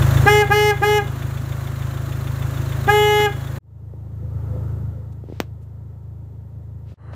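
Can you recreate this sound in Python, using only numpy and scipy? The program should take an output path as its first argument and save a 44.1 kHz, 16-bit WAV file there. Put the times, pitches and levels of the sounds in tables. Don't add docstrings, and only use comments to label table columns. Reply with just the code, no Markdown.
import sys
import numpy as np
from scipy import signal
from scipy.fft import rfft, irfft, next_fast_len
from scipy.io import wavfile
from scipy.ndimage import uniform_filter1d, map_coordinates

SR = 44100
rng = np.random.default_rng(int(sys.argv[2]) if len(sys.argv) > 2 else 0)


def generate_wav(signal):
    frames = np.transpose(np.atleast_2d(signal))
    scaled = np.clip(frames, -1, 1) * 32767
    pcm = np.round(scaled).astype(np.int16)
    wavfile.write(sys.argv[1], SR, pcm)


N = 315315

FIRING_HZ = 80 / 3
ROAD_S, CLOSE_S = 3.587, 6.94
# freq_hz, level_db
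LORRY_BEAT = [(25, -50), (53, -39.5), (80, 5), (107, 6), (133, 2.5), (160, -9.5), (187, -14.5), (300, -34),
              (600, -82)]


def amp(db):
    return 10 ** (np.asarray(db) / 20)


def unit(x):
    return x / np.sqrt(np.mean(x ** 2) + 1e-20)


def clock():
    return np.arange(N) / SR


def along(points, hz):
    freq_hz, values = np.transpose(points)
    return np.interp(np.log(hz + 1), np.log(freq_hz + 1), values)


def wobble(rate_hz):
    knots, coarse_s = rng.standard_normal(400), clock()[::64]
    return np.interp(clock(), coarse_s, map_coordinates(knots, [coarse_s * rate_hz], mode="wrap"))


def filtered(x, response):
    size = next_fast_len(N + SR // 4)
    return irfft(rfft(x, size) * response(np.fft.rfftfreq(size, 1 / SR)), size)[..., :N]


def noise(spectrum):
    return unit(filtered(rng.standard_normal(N), lambda hz: amp(along(spectrum, hz))))


def band(centre_hz, half_width_hz):
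    white = rng.standard_normal(N)
    return unit(filtered(white, lambda hz: 1 / (1 + ((hz - centre_hz) / half_width_hz) ** 2)))


def impulse(spectrum, size=16384):
    cepstrum = irfft(np.log(amp(along(spectrum, np.fft.rfftfreq(size, 1 / SR)))))
    cepstrum[1:size // 2] *= 2
    cepstrum[size // 2 + 1:] = 0
    pulse = irfft(np.exp(rfft(cepstrum)))[:size // 2]
    return pulse / np.abs(pulse).max()


def add(track, start_s, sound):
    start = round(start_s * SR)
    part = sound[max(-start, 0):max(N - start, 0)]
    track[max(start, 0):][:len(part)] += part


def swell(centre_s, width_s):
    return np.exp(-np.minimum(2 * ((clock() - centre_s) / width_s) ** 2, 50))


def fade_in(start_s, length_s, bend):
    return np.clip((clock() - start_s) / length_s, 1e-3, 1) ** bend


def firings(offset_s):
    return offset_s + np.arange(-4, 192) / FIRING_HZ


def exhaust(spectrum, offset_s, uneven_db, scatter_db, pipe_hz, pipe_width_hz):
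    times_s, boom, track = firings(offset_s), impulse(spectrum), np.zeros(N)
    cylinder_db = uneven_db * np.cos((np.arange(len(times_s)) - 1) * np.pi / 2)
    levels_db = cylinder_db + scatter_db * rng.standard_normal(len(times_s))
    for start_s, level_db in zip(times_s, levels_db):
        add(track, start_s, amp(level_db) * boom)
    pipe = lambda hz: np.exp(-2j * np.arctan2(hz * pipe_width_hz, pipe_hz ** 2 - hz ** 2))
    return unit(filtered(track, pipe))


def clatter(decay_s, rattle_db, rasp_db):
    # delay_s, level_db, ring_hz
    cylinders = [(0.0049, -20.5, 3520), (0.013, -33, 2700), (0.017, -27, 4100), (.012, -28.5, 3800)]
    track, t = np.zeros(N), np.arange(SR // 20) / SR
    burst = t / decay_s * np.exp(1 - t / decay_s)
    rattle = noise([(500, -27.5), (1500, 6.5), (3200, 1), (5000, -21), (15000, -37.5)])
    rasp = amp(rasp_db) * noise([(1500, -21.5), (2600, -3), (4200, 3), (5000, -3), (7200, 0.5),
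                                 (9000, -8.5), (15000, -20.5)])
    fizz = amp(-26.5) * band(14400, 1100)
    for cylinder, (delay_s, level_db, ring_hz) in enumerate(cylinders):
        gate = np.zeros(N)
        for firing_s in firings(0.0145)[cylinder::len(cylinders)]:
            add(gate, firing_s + delay_s, burst * amp(rng.normal(0, 0.7)))
        ring = unit(np.sin(2 * np.pi * ring_hz * clock() + 0.9 * wobble(210)))
        track += gate * (amp(level_db) * (ring + amp(rattle_db) * rattle) + rasp + fizz)
    return track


def cab_idle():
    # freq_hz, level_db
    cab_beat = [(25, -47), (53, -11.5), (80, -1), (107, 1.5), (133, 3.5), (160, -12), (187, -28.5),
                (300, -50), (600, -86.5)]
    # freq_hz, density_db
    cab_air = [(100, -26.5), (175, -8.5), (235, -1), (285, -4), (370, -4), (450, -14), (520, -7.5),
               (880, -13.5), (1150, -10.5), (1700, -14.5), (2440, -24.5), (3900, -26), (5000, -33),
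               (7150, -25.5), (8200, -33), (15500, -31)]
    throb = 1 + 0.05 * np.cos(2 * np.pi * FIRING_HZ * (clock() - 0.03))
    air = amp(-12.5 + 0.41 * wobble(7.5)) * throb * noise(cab_air)
    boom = exhaust(cab_beat, -0.0055, uneven_db=1.14, scatter_db=0.9, pipe_hz=102, pipe_width_hz=44)
    return amp(-13.5) * (boom + air + clatter(decay_s=0.0051, rattle_db=4, rasp_db=-27.5))


def damped_sine(pitch_hz, decay_s=0.00089):
    t = np.arange(SR // 20) / SR
    return t / decay_s * np.exp(1 - t / decay_s) * np.sin(2 * np.pi * pitch_hz * t)


def blast(length_s, side_share, pitch_hz=419.6, rise_s=0.015, fall_s=0.016):
    # harmonic, level_db
    front_tone = [(1, -1), (2, -5), (3, -13.5), (4, -10), (5, -5), (6, -19), (7, -14), (8, -20), (9, -28),
                  (10, -24.5), (11, -27), (12, -26), (13, -22.5), (14, -24.5), (15, -24.5), (16, -31),
                  (17, -27.5), (18, -43), (19, -42), (20, -27), (21, -35.5), (22, -39), (23, -36),
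                  (24, -35.5), (25, -38.5), (26, -35.5), (27, -39.5), (28, -31), (29, -31), (30, -27),
                  (31, -41), (32, -30.5), (33, -33), (34, -29.5), (35, -31.5), (36, -44.5)]
    # harmonic, level_db
    side_tone = [(1, -0.5), (2, -3), (3, -11.5), (4, -10), (5, -8), (6, -20.5), (7, -11), (8, -17.5),
                 (9, -26.5), (10, -28.5), (11, -37), (12, -31), (13, -33), (14, -27.5), (15, -33.5),
                 (16, -29.5), (17, -24.5), (18, -40), (19, -32.5), (20, -36), (21, -40.5), (22, -41.5),
                 (23, -46.5), (24, -40), (25, -33), (26, -39.5), (27, -35), (28, -26), (29, -30), (30, -28),
                 (31, -36), (32, -39), (33, -34.5), (34, -34.5), (35, -32.5), (36, -42)]
    # harmonic, start_db, stop_db
    flares = [(1, -8, -4), (2, 8.5, 5), (3, 10, 3.5), (4, 16, 13.5), (5, -4.5, -7.5), (6, 13.5, 10),
              (7, -2.5, 0.5)]
    flare_db = {round(k): (start_db, stop_db) for k, start_db, stop_db in flares}
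    t = np.arange(int((length_s + 0.15) * SR)) / SR
    wander = lambda knots: np.interp(t, np.linspace(0, 1, knots), rng.standard_normal(knots))
    build = 1 - np.exp(-t / rise_s)
    release = np.exp(-np.maximum(t - length_s, 0) / fall_s)
    lock_in = np.exp(-((t - 0.02) / 0.012) ** 2)
    let_go = np.exp(-((t - length_s - 0.014) / 0.014) ** 2)
    flutter = 0.0013 * unit(uniform_filter1d(rng.standard_normal(N)[:len(t)], size=90))
    flat = 0.068 * np.exp(-t / 0.018) + 0.033 * (1 - release ** 2)
    droop = 0.008 * (t - length_s / 2)
    phase = 2 * np.pi * np.cumsum(pitch_hz * (1 - flat - droop + flutter)) / SR
    tone = np.zeros(len(t))
    for (k, front_db), (_, side_db) in zip(front_tone, side_tone):
        start_db, stop_db = flare_db.get(round(k), (0, 0))
        height = min(k, 10) / 10
        drift_db = (0.5 + 2.2 * height) * wander(15)
        held_db = (1 - side_share) * front_db + side_share * side_db
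        level_db = held_db + start_db * lock_in + stop_db * let_go + drift_db
        envelope = build ** (0.13 + 2 * height ** 2) * release ** (0.39 + 2.1 * height ** 2)
        waver = (0.12 + 0.22 * height) * wander(61)
        tone += amp(level_db) * envelope * np.cos(k * phase + waver + rng.normal(0, 1 + height))
    buzz = (amp(-33.5) + amp(-22.5) * lock_in) * build * release * (1 + np.cos(phase))
    return tone + buzz * rng.standard_normal(N)[:len(t)]


def horn():
    # on_s, off_s, level_db, side_share (0-1)
    blasts = [(0.263, 0.42, -6, 0.2), (0.503, 0.707, -5, 0), (0.818, .983, -5, 0.4),
              (2.877, 3.261, -4.5, 0.96)]
    track = np.zeros(N)
    for on_s, off_s, level_db, side_share in blasts:
        add(track, on_s - 0.006, amp(-12.5) * damped_sine(pitch_hz=380, decay_s=0.0016))
        add(track, on_s, amp(level_db) * blast(off_s - on_s, side_share))
    return track


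def yard_echo(x):
    # freq_hz, t60_s
    decay = [(200, 0.19), (800, .3), (1700, 0.37), (3000, .3), (3350, 0.8), (3800, 0.15), (14000, 0.067)]
    hz, t, spectra = signal.stft(rng.standard_normal(SR // 2), SR, nperseg=256)
    tail = signal.istft(spectra * amp(-60 * t / along(decay, hz)[:, None]), SR, nperseg=256)[1]
    return signal.fftconvolve(x, np.pad(tail, (SR // 60, 0)) / np.linalg.norm(tail))[:N]


def reflection(x, delay_s=0.0262, cutoff_hz=2600):
    return filtered(x, lambda hz: np.exp(-2j * np.pi * hz * delay_s) / (1 + (hz / cutoff_hz) ** 4))


def gain_control(x, aim_db=-18, hold_s=1, recover_db_per_s=4, look_ahead_s=0.0087):
    hop, low_cut_hz, pull = 256, 280, 1.48
    sensed = filtered(x, lambda hz: hz ** 2 / (hz ** 2 + low_cut_hz ** 2))
    power = np.abs(uniform_filter1d(sensed ** 2, 3 * hop))[::hop]
    step_s, gain_db, quiet_s, gains_db = hop / SR, 0, 0, []
    for level_db in 10 * np.log10(power + 1e-12):
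        excess_db = max(level_db + gain_db - aim_db, 0)
        quiet_s = 0 if excess_db else quiet_s + step_s
        slope_db_per_s = recover_db_per_s * (quiet_s > hold_s) - pull * excess_db ** 2
        gain_db = min(gain_db + step_s * slope_db_per_s, 0)
        gains_db.append(gain_db)
    return x * amp(np.interp(clock() + look_ahead_s, clock()[::hop], gains_db))


def knocks_and_scene_click():
    # start_s, level_db, pitch_hz
    pulses = [(3.201, -18, 298), (3.577, -27.5, 446), (3.937, -32, 414), (4.563, -25, 514),
              (5.2392, -28, 343), (5.287, -28, 317), (5.2994, -25, 328), (5.3238, -21.5, 348),
              (6.92, -32.5, 294.7), (7.134, -30.5, 600)]
    track = np.zeros(N)
    for start_s, level_db, pitch_hz in pulses:
        add(track, start_s, amp(level_db) * damped_sine(pitch_hz))
    return track


def rustles():
    # centre_s, width_s, level_db, cutoff_hz
    rubs = [(3.208, .032, -32, 2190), (5.128, .01, -62.5, 7860), (5.365, 0.14, -59.5, 3800),
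            (5.63, .02, -68, 12000), (6.905, 0.049, -59.5, 3450), (7.139, 0.015, -46, 2200)]
    track, t = np.zeros(N), np.arange(-SR // 4, SR // 4) / SR
    for centre_s, width_s, level_db, cutoff_hz in rubs:
        rub = signal.lfilter(*signal.butter(2, cutoff_hz, fs=SR), rng.standard_normal(len(t)))
        add(track, centre_s + t[0], amp(level_db) * np.exp(-2 * (t / width_s) ** 2) * unit(rub))
    return track


def road_idle():
    # freq_hz, density_db
    road_air = [(100, -11), (170, -1.5), (240, -9.5), (360, -10.5), (500, -13.5), (740, -21), (900, -21),
                (1120, -28.5), (1330, -36), (1650, -34), (2100, -37.5), (3000, -59), (3900, -79)]
    # freq_hz, density_db
    road_hiss = [(1470, -38), (2500, 1), (3120, 1.5), (3550, 0.5), (4200, -1.5), (5450, -3.5), (7340, -1.5),
                 (9660, -8.5), (13700, 0.5), (15500, -5.5)]
    swell_db = 11.5 * swell(centre_s=4.6, width_s=0.65)
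    boom = exhaust(LORRY_BEAT, -0.0048, uneven_db=-0.6, scatter_db=1.36, pipe_hz=76, pipe_width_hz=57)
    rumble = amp(-26.5) * noise([(15, -33), (30, -23), (55, 8), (150, 9), (400, -60)])
    rush = amp(8.5) * noise(road_air) + whines(swell_db)
    idle = amp(-34.5) * (boom + rumble) + amp(-59) * rush + amp(-73.5) * noise(road_hiss)
    return fade_in(ROAD_S + 0.0145, length_s=0.3, bend=0.81) * amp(swell_db) * idle


def whines(swell_db):
    # centre_hz, width_hz, relative_db
    bands = [(932, 43, -12), (1300, 290, -9.5), (1900, 190, -23.5)]
    lift_db = 0.3 * (swell_db - swell_db.max())
    return sum(amp(relative_db + lift_db + 1.5 * wobble(3.4)) * band(centre_hz, width_hz / 2)
               for centre_hz, width_hz, relative_db in bands)


def hum():
    # centre_s, width_s, level_db, pitch_hz
    hums = [(4.25, 0.061, -44.5, 500), (4.556, 0.069, -36.5, 505), (5.004, .07, -49, 504)]
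    return sum(amp(level_db) * swell(centre_s, width_s) * np.sin(2 * np.pi * pitch_hz * clock())
               for centre_s, width_s, level_db, pitch_hz in hums)


def sharp_click(start_s=5.4024, rebound_hz=300, rebound_t60_s=0.0061, scatter_t60_s=0.093):
    # freq_hz, level_db
    spectrum = [(60, -37), (170, -3.5), (300, -0.5), (600, -7), (1200, -13.5), (2200, -16.5), (4000, -23.5),
                (6000, -26), (8600, -33), (9600, -52), (11500, -43), (14500, -25), (16000, -40.5)]
    track, t = np.zeros(N), np.arange(SR // 6) / SR
    pulse = impulse(spectrum)
    rebound = amp(-30 - 60 * t / rebound_t60_s) * np.sin(2 * np.pi * rebound_hz * t)
    scatter = unit(signal.fftconvolve(rng.standard_normal(len(t)), pulse)[:len(t)])
    add(track, start_s, amp(-1) * pulse)
    add(track, start_s, amp(-28.5 - 60 * t / scatter_t60_s) * scatter - rebound)
    return track


def close_idle():
    # freq_hz, density_db
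    close_air = [(100, -22), (200, 2.5), (550, 1), (800, -2.5), (1150, -0.5), (1500, -8), (1950, -10),
                 (2300, -24), (2950, -20.5), (3700, -38.5), (4050, -19), (4400, -36), (9000, -36),
                 (15000, -45)]
    boom = exhaust(LORRY_BEAT, -0.018, uneven_db=0.6, scatter_db=0.6, pipe_hz=80, pipe_width_hz=55)
    idle = amp(-32.5) * boom + amp(-46) * noise(close_air)
    return fade_in(CLOSE_S + 0.031, length_s=0.17, bend=0.68) * idle


def scene():
    # freq_hz, left_minus_right_db
    lean = [(50, .5), (130, .7), (400, 1.1), (800, .3), (2000, 0), (6000, 0), (8000, -1), (13000, 0)]
    # freq_hz, relative_db
    width = [(60, -26), (92, -33.5), (140, -27), (210, -30), (330, -14.5), (500, -11), (770, -22),
             (1170, -37.5), (1790, -39), (2740, -48), (4190, -45.5), (6410, -42), (9810, -7.5),
             (15000, -17.5)]
    at_cab = np.clip((ROAD_S - clock()) / 0.0044, 0, 1)
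    at_lorry = np.clip((clock() - CLOSE_S) / 0.00305, 0, 1)
    on_road = 1 - at_cab - at_lorry
    toots = horn()
    window = gain_control(cab_idle() + toots + amp(-14) * reflection(toots) + amp(-17) * yard_echo(toots))
    mono = at_cab * window + on_road * (road_idle() + hum()) + at_lorry * close_idle()
    mono += knocks_and_scene_click() + rustles() + sharp_click()
    sides = np.array([[1], [-1]])
    stereo = lambda hz: amp(sides * along(lean, hz) / 2) + 1j * sides * amp(along(width, hz) - 4.5)
    return filtered(mono, stereo)


def record(dry):
    ceiling, top_hz = 0.9, 15600
    rounded = dry / (1 + np.abs(dry / ceiling) ** 8) ** (1 / 8)
    return filtered(rounded, lambda hz: np.clip((top_hz - hz) / 400 + 0.5, 0, 1))


dry = scene()
out = record(dry)
generate_wav(out)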